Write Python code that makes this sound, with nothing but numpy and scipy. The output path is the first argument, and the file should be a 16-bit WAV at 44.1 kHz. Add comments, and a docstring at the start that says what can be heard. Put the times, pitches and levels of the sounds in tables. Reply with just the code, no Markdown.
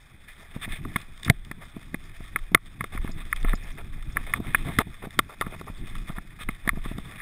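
"""Jolts make a chest mount clack and thump a camera's closed plastic housing on a rooty forest descent by bicycle.
Noise bursts ring the housing's resonances for the clacks; short decaying sine swings with a knock make the thumps.
Straps and tyres scrape as resonant noise, the chain pings, and shaped noise is wind, body sway, shudder and hiss.
The converter holds each 12 kHz sample, so images of the sound fold up above 6 kHz, mirrored around 12 kHz."""
import sys
import numpy as np
from scipy import signal
from scipy.fft import rfft, irfft, next_fast_len
from scipy.io import wavfile
from scipy.ndimage import uniform_filter1d, map_coordinates

SR = 44100
rng = np.random.default_rng(int(sys.argv[2]) if len(sys.argv) > 2 else 0)


def voltage_ratio(decibels):
    """Convert decibels (scalar or array-like) to amplitude ratios, 20 dB per decade."""
    exponent = np.asarray(decibels, float) / 20
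    return 10 ** exponent


def dump_mix(stems):
    """Bounce the given channels to the path in sys.argv[1] as a 16-bit WAV at rate SR."""
    frames = np.atleast_2d(stems).T  # one column per channel
    limited = np.clip(frames, -1, 1)  # hard clip at full scale
    pcm = np.round(limited * 32767).astype(np.int16)
    wavfile.write(sys.argv[1], SR, pcm)


N = 317961

# mount clacks; brightness and hollowness are lens and door peaks over the shell peak:
# (time [s], shell peak [dB], chatter length [ms], brightness [dB], hollowness [dB])
MOUNT_CLACKS = [(0.85, -39.5, 0.58, -10, 10), (0.9588, -13.5, 0.65, -36, -6.5),
                (0.9633, -18.5, 0.33, -4.5, -16), (1.0147, -42.5, 5, 2.5, -19), (1.177, -43.5, 0.3, 2, -12),
                (1.232, -32.5, 0.19, 4, -20), (1.248, -36.5, 0.18, 10, -23), (1.2792, -23, 1.5, -23, -2.5),
                (1.2951, -23, 0.68, -25, -5), (1.2986, -1.5, 0.27, -9.5, -26),
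                (1.449, -43.5, 0.66, 5.5, -15), (1.5133, -24, 1.4, -11.5, -10.5),
                (1.9427, -21.5, 2.4, -16.5, -12), (2.3594, -10, 0.26, -20.5, -9),
                (2.3886, -36.5, 0.33, -5, -6), (2.5466, 0, 2.2, -5, -5), (2.5733, -36, 0.55, -21, 3),
                (2.8079, -18, 0.44, -19, -5), (2.841, -24, 1, -9.5, -3.5), (2.9741, -25, 1.2, -26, -5),
                (3.076, -31.5, 0.34, -27, 0), (3.3272, -10, 1.1, -22, -9), (3.3619, -33, 0.99, 2, -11),
                (3.429, -38.5, 0.48, 4, -14), (3.4464, -23, 0.37, -25, -4), (3.4817, -29.5, 4.5, -14, 1.5),
                (3.532, -19, 1.3, -31, -1), (4.025, -40.5, 0.26, -0.5, -2.5),
                (4.169, -9.5, 0.46, -27, -9.5), (4.3366, -8, 0.9, -20, -9.5),
                (4.5465, -4, 0.55, -24.5, -12), (4.7864, -9, 3.2, -6, -1), (4.8022, -29, 1.7, -2, -17),
                (5.1065, -38, 0.89, -2.5, -17), (5.1901, -9, 1.3, -1.5, 1), (5.411, -18, 1.5, -4.5, -0.5),
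                (5.4205, -31, 1.3, -4, 8), (5.464, -31.5, 0.55, -18, -1), (5.6122, -41, 0.37, -1, 8),
                (5.6784, -37.5, 1.2, -27, 5), (5.952, -35, 0.45, -5.5, 0.5), (6.1017, -39.5, 1.8, -11, 3.5),
                (6.1831, -28.5, 1.4, -18, -2.5), (6.4877, -20.5, 1.7, -17, -6.5),
                (6.6754, -15, 2.3, -17, -13.5), (6.6909, -6.5, 0.73, -15, -10),
                (6.8502, -33, 7.9, -10, 0.5), (6.981, -37.5, 3.4, -0.5, 2.5)]
# soft jolts of the body against the housing: (time [s], swing peak [dB], pitch [Hz])
BODY_THUMPS = [(0.565, -22, 176), (0.6796, -25.5, 197), (0.7328, -31, 178), (0.857, -25, 215),
               (0.9616, -18, 188), (1.2652, -25, 169), (1.284, -22, 120), (1.3016, -1, 137),
               (1.514, -27, 217), (1.7674, -24, 204), (1.9449, -19, 226), (2.207, -28.5, 150),
               (2.3616, -28.5, 340), (2.5192, -26.5, 220), (2.5484, -7, 321), (2.5528, -27, 118),
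               (2.8096, -26, 176), (2.8416, -27, 403), (2.9517, -25, 210), (3.0478, -20.5, 211),
               (3.094, -26.5, 220), (3.4479, -18.5, 265), (3.5384, -15, 198), (4.4027, -18.5, 236),
               (4.5486, -24.5, 196), (4.7891, -9.5, 214), (4.795, -24.5, 150), (4.8715, -29, 168),
               (5.0404, -25.5, 392), (5.0717, -26, 217), (5.1918, -13.5, 307), (5.4127, -20, 420),
               (5.469, -22, 184), (5.527, -28.5, 198), (5.6133, -28, 334), (5.7016, -26, 155),
               (6.1015, -23, 168), (6.1836, -25, 173), (6.491, -20.5, 235), (6.6772, -15.5, 207),
               (6.734, -26, 197), (6.7736, -22.5, 171), (6.8609, -23.5, 217), (6.9157, -23, 218),
               (6.9848, -21, 185)]
# straps and tyres scuff; body is the back plate's drive over the shell's:
# (time [s], length [ms], shell drive [dB], body [dB])
STRAP_SCUFFS = [(0.278, 62, -48, -16.5), (0.366, 130, -53.5, -10), (0.542, 21, -44.5, -11),
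                (0.615, 44, -37.5, -15.5), (0.689, 88, -40, -16.5), (0.981, 54, -45.5, -14.5),
                (1.245, 46, -44, -19), (1.591, 48, -52, -2.5), (2.193, 110, -50, -15),
                (2.922, 66, -44, 0.5), (3.015, 100, -46.5, -11), (3.173, 59, -45.5, -10),
                (3.361, 25, -44, -11), (3.44, 43, -46.5, -7), (3.473, 74, -39, -8.5), (3.694, 24, -45, -15),
                (3.772, 45.6, -44, -1), (4.16, 56, -45.5, -4), (4.264, 120, -43.5, -4),
                (4.44, 73, -45.5, -5), (4.544, 57, -45, -13), (4.645, 96, -42, -1.5), (4.723, 70, -44, -12),
                (4.791, 28.7, -36, 6), (5.023, 35.4, -44, -0.5), (5.293, 51, -49, -2),
                (5.437, 78, -50.5, -3), (5.521, 30.5, -45, 0), (5.67, 25, -49.5, 6), (5.836, 16, -49, -8.5),
                (6.091, 43, -47, -7.5), (6.149, 30, -47, -3), (6.301, 32, -51.5, -11),
                (6.391, 46.6, -40.5, -14), (6.482, 82, -49.5, -14), (6.651, 37, -48.5, -2.5),
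                (6.819, 104, -46, -12), (7.179, 40, -42, -13.5)]
# drive of tyres rolling on dirt: (time [s], level [dB])
TYRE_ROLL = [(0.0, -64.5), (0.82, -54.5), (1.5, -59), (1.82, -56), (2.34, -57), (2.75, -60), (3.57, -50),
             (3.99, -57), (4.23, -52), (4.35, -51.5), (4.61, -52), (4.83, -52.5), (5.03, -57.5),
             (5.35, -57.5), (6.08, -53), (6.36, -64.5), (7.08, -48.5), (7.2, -53)]
# small bright chain ticks: (time [s], peak [dB], pitch [Hz])
CHAIN_TICKS = [(3.115, -40, 5100), (3.314, -48, 5160), (3.4017, -48, 5750), (3.5523, -36.5, 5080),
               (3.633, -47.5, 5400), (3.7214, -49, 5720), (4.121, -47, 5300), (4.3271, -46, 5270),
               (5.662, -51, 5100), (5.7763, -49, 4830)]
# roughness of the ground, which shudders the frame: (time [s], level [dB])
GROUND_ROUGHNESS = [(0.0, -61.5), (0.38, -59.5), (0.6, -54), (0.8, -45), (1.08, -55.5), (2.85, -53),
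                    (3.13, -49.5), (3.85, -50), (4.31, -45.5), (4.71, -40), (4.85, -55.5), (6.02, -47.5),
                    (6.17, -60), (6.42, -50), (6.6, -54), (7.2, -51)]
# low sound of wind and body sway: (time [s], level [dB])
RUMBLE_LEVEL = [(0.0, -51.5), (0.64, -42.5), (0.72, -27.5), (0.78, -38), (1.24, -45.5), (1.28, -34.5),
                (1.7, -46), (2.45, -38), (2.89, -45), (2.97, -23.5), (3.13, -37), (3.45, -29),
                (3.49, -15.5), (3.57, -34.5), (4.61, -32.5), (5.33, -48.5), (5.47, -32), (5.54, -44),
                (6.0, -34), (6.38, -47), (6.48, -29), (6.62, -47), (6.68, -26), (7.02, -36), (7.04, -43),
                (7.2, -39.5)]
# resonances of the housing shell: (frequency [Hz], width [Hz], level [dB])
SHELL_MODES = [(1753, 198, -1), (2146, 186, -0.5), (2464, 116, -8)]
# resonances of the lens: (frequency [Hz], width [Hz], level [dB])
LENS_MODES = [(3050, 640, -18), (3554, 213, -6.5)]
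# air gap behind the lens: (frequency [Hz], width [Hz], level [dB])
GAP_MODES = [(5100, 790, 0)]
# the housing's back door: (frequency [Hz], width [Hz], level [dB])
DOOR_MODES = [(1129, 101, 0.5), (1249, 106, 1), (1377, 108, -2.5)]
# the housing's back plate: (frequency [Hz], width [Hz], level [dB])
PLATE_MODES = [(420, 140, -5.5), (676, 71, 1.5), (765, 460, -6.5)]
# spectrum of the wind and sway: (frequency [Hz], density [dB per Hz])
RUMBLE_SPECTRUM = [(7.1, -11), (12, 1), (29, 2), (39, -9), (60, -14), (90, -19), (120, -40), (200, -120)]
# spectrum of the frame's shudder: (frequency [Hz], density [dB per Hz])
SHUDDER_SPECTRUM = [(35, -29), (60, 2), (139, 1), (250, -8), (364, -13), (488, -35), (795, -31),
                    (900, -35.5), (1170, -100), (1980, -120)]
# spectrum of the faint hiss: (frequency [Hz], density [dB per Hz])
HISS_SPECTRUM = [(240, -17), (400, 4), (963, 3.5), (1870, 11.5), (2510, 9), (2770, -11), (3510, 10),
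                 (4210, -9.5), (5900, -57), (7670, -56), (13000, -120)]


def unit(x):
    """Scaled to rms 1."""
    return x / np.sqrt(np.mean(x ** 2) + 1e-20)


def peaked(x):
    """Scaled to peak 1."""
    return x / np.abs(x).max()


def curve(rows):
    """One level per sample, in straight lines between (time, level) points."""
    seconds, level = np.transpose(rows)
    return np.interp(np.arange(N) / SR, seconds, level)


def wobble(rate):
    """A smooth random curve, rate knots a second."""
    knots = rng.standard_normal(int(N * rate / SR) + 4)
    return map_coordinates(knots, [np.arange(N) * rate / SR])


def filtered(x, response):
    """x times a complex response of frequency."""
    m = next_fast_len(len(x) + 8192)
    return irfft(rfft(x, m) * response(np.fft.rfftfreq(m, 1 / SR)), m)[:len(x)]


def coloured(points):
    """Noise of rms 1 with its spectrum drawn over log frequency."""
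    hz, db = np.transpose(points)
    shape = lambda f: voltage_ratio(np.interp(np.log(f + 1), np.log(hz + 1), db))
    return unit(filtered(rng.standard_normal(N), shape))


def resonant(x, modes):
    """x through parallel causal resonances of alternating sign."""
    def response(f):
        total = 0
        for k, (centre, width, db) in enumerate(modes):
            damping = 1j * f * width
            total = total + (-1) ** k * voltage_ratio(db) * damping / (centre * centre - f * f + damping)
        return total
    return filtered(x, response)


def softened(x, hz):
    """A steep causal low-pass: plastic on plastic is a soft contact."""
    return filtered(x, lambda f: 1 / (1 + (1j * f / hz) ** 2 + .9j * f / hz) ** 2)


def clacks():
    """Each jolt chatters briefly against the housing, which rings; loose parts rattle on, fading 60 dB in 20 ms."""
    out, t = np.zeros(N + SR), np.arange(SR // 16) / SR
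    chatter = rng.standard_normal((len(MOUNT_CLACKS), len(t)))
    for (s, db, ms, bright_db, hollow_db), noise in zip(MOUNT_CLACKS, chatter):
        rattle = voltage_ratio(-13.5 - 60 * t / 0.02)
        blows = noise * (np.exp(-(1000 * t / max(ms, .1)) ** 2) + rattle)
        soft = softened(softened(blows, 2350), 6100)
        crack_db = 1.4 * bright_db - 6.5  # bright blows also crack at the top
        shell = peaked(resonant(soft, SHELL_MODES))
        door = peaked(resonant(soft, DOOR_MODES))
        lens = peaked(softened(resonant(blows, LENS_MODES), 5530))
        crack = peaked(resonant(blows, GAP_MODES))
        clack = shell + voltage_ratio(hollow_db) * door + voltage_ratio(bright_db) * lens + voltage_ratio(crack_db) * crack
        out[round(s * SR):][:len(t)] += voltage_ratio(db) * clack
    return out[:N]


def patter():
    """Faint chance jolts, stronger on rougher ground, as (time, peak, pitch) rows."""
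    per_s, over_rough_db, pitch_hz = 5.5, 14.5, 170
    place, weakness, pitch = rng.random((int(per_s * N / SR), 3)).T
    at = (place * (N - 2000)).astype(int) + 1000
    db = curve(GROUND_ROUGHNESS)[at] + over_rough_db - 8 * weakness
    return np.transpose([at / SR, db, pitch_hz * (.7 + .6 * pitch)])


def thumps():
    """A push swings the housing low in either direction, fades in about two cycles and knocks the back plate."""
    out, t = np.zeros(N + SR), np.arange(SR // 8) / SR
    jolts = [*BODY_THUMPS, *patter()]
    for (s, db, hz), noise in zip(jolts, rng.standard_normal((len(jolts), len(t)))):
        cycles = hz * t
        envelope = (1 - np.exp(-8 * cycles)) * np.exp(-1.9 * cycles)
        swing = np.sign(noise[0]) * np.sin(2 * np.pi * cycles) * envelope
        knock = softened(resonant(noise * np.exp(-t / 0.0021), PLATE_MODES), 1080)
        thump = peaked(swing) + voltage_ratio(-14.5) * peaked(knock)
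        start = round((s - .3 / hz) * SR)  # the swing crests near the listed time
        out[start:][:len(t)] += voltage_ratio(db) * thump
    return out[:N]


def scrape_drive():
    """Drive of shell, lens and plate: steady rolling, faint chance brushes, and scuffs that take its place."""
    brushes_per_s, mean_brush_ms, mean_brush_db = 8.4, 19, 2.5
    roll = voltage_ratio(curve(TYRE_ROLL) + 1.82 * wobble(18))
    drive = roll * voltage_ratio([[0.5], [-6], [-9]])
    for at, length, size in rng.random((int(brushes_per_s * N / SR), 3)):
        samples = int(2 * length * mean_brush_ms * SR / 1000)
        drive[:, int(at * N):][:, :samples] *= voltage_ratio(2 * size * mean_brush_db)
    for s, ms, db, body_db in STRAP_SCUFFS:
        bright_db = -8.5 - 0.092 * body_db + 0.13 * (db + 44.5)  # body dulls, force brightens
        span = slice(round(s * SR), round((s + ms / 1000) * SR))
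        drive[:, span] = voltage_ratio(db + np.array([[0], [bright_db], [body_db]]))
    return uniform_filter1d(drive, 350, axis=1)  # scuffs start and stop within 8 ms


def scuffs():
    """Grit excites the housing's resonances: steadily under the tyres, in bursts at each scuff."""
    shell, lens, plate = scrape_drive()
    clumps = voltage_ratio(1.75 * wobble(70) + 2.3 * wobble(350))  # debris crackles in clumps

    def grit(modes, hz):
        """Clumped noise of rms 1 through modes, with its own slow unevenness."""
        uneven = voltage_ratio(1.65 * wobble(30) + 0.87 * wobble(12))
        noise = clumps * uneven * rng.standard_normal(N)
        return unit(softened(resonant(noise, modes), hz))

    rub = voltage_ratio(-3.0) * shell * grit(SHELL_MODES, 2960)
    door = voltage_ratio(-3.0) * np.sqrt(shell * plate) * grit(DOOR_MODES, 2300)
    edge = voltage_ratio(-1.5) * lens * grit(SHELL_MODES[2:], 3240)  # bright rubbing favours the highest shell mode
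    bright = lens * grit(LENS_MODES, 4300)
    glint = voltage_ratio(-12) * lens * grit(LENS_MODES[1:], 5400)
    body = plate * grit(PLATE_MODES, 2120)
    spray = np.sqrt(voltage_ratio(-76.5) * lens) * grit(GAP_MODES, 7800)  # fine spray rises half as many dB
    stones = (rng.random(N) < 25 / SR) * rng.standard_normal(N)  # about 25 stray stones a second
    pebbles = resonant(stones * voltage_ratio(20) * shell, [*SHELL_MODES, *LENS_MODES])
    return rub + door + edge + bright + glint + body + spray + pebbles


def ticks():
    """Small steel chain parts ping roughly for a few ms: decaying noise through one resonance."""
    out, t = np.zeros(N + SR), np.arange(SR // 32) / SR
    for (s, db, hz), noise in zip(CHAIN_TICKS, rng.standard_normal((len(CHAIN_TICKS), len(t)))):
        ping = resonant(noise * np.exp(-t / 0.0065), [(hz, 220, 0)])
        out[round(s * SR):][:len(t)] += voltage_ratio(db) * peaked(ping)
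    return out[:N]


def shudder():
    """The frame shudders in lumps with the rough ground, and swells for a moment around each body thump."""
    heave_db, heave_s = -24, 0.021  # level relative to the thump; half-width of the swell
    t = np.arange(N) / SR
    heave = sum(voltage_ratio(db + heave_db) * np.exp(-((t - s) / heave_s) ** 2) for s, db, hz in BODY_THUMPS)
    lumps = unit(voltage_ratio(4.0 * wobble(25) + 1.1 * wobble(12.0)))
    return (voltage_ratio(curve(GROUND_ROUGHNESS) + 4.0) * lumps + heave) * coloured(SHUDDER_SPECTRUM)


def rumble():
    """Wind and body sway: low noise with a restless level."""
    return voltage_ratio(curve(RUMBLE_LEVEL)) * unit(voltage_ratio(2.3 * wobble(10)) * coloured(RUMBLE_SPECTRUM))


def hiss():
    """A faint, slowly wavering noise lies under all."""
    return voltage_ratio(-61.0 + 0.32 * wobble(2.7)) * coloured(HISS_SPECTRUM)


def scene():
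    """Sums the mount, straps, tyres, chain, frame, wind and hiss into one channel."""
    return (clacks() + thumps() + scuffs() + ticks() + shudder() + rumble() + hiss())[None]


def roll_off(x):
    """The treble ends steeply here."""
    return signal.sosfilt(signal.butter(12, 16510, fs=SR, output="sos"), x)


def record(dry):
    """Gain control ducks after loud blows; 12 kHz samples are each held four steps of 48 kHz, then rolled off."""
    release = np.exp(-1 / (0.09 * SR))  # 90 ms
    loudness = signal.lfilter([1 - release], [1, -release], dry ** 2)
    ducked = np.clip(dry / (1 + 25 * loudness), -.9, .9)
    slow = signal.resample_poly(ducked, 40, 147, axis=1, window=("kaiser", 2.5))  # to 12 kHz, loosely filtered
    held = np.repeat(slow, 4, axis=1)
    back = signal.resample_poly(held, 147, 160, axis=1)[0]  # 48 kHz to SR
    mix = filtered(np.resize(back, N), lambda f: 1 / (1 + (f / 15100) ** 40))
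    return roll_off(mix[None])


dry = scene()
out = record(dry)
dump_mix(out)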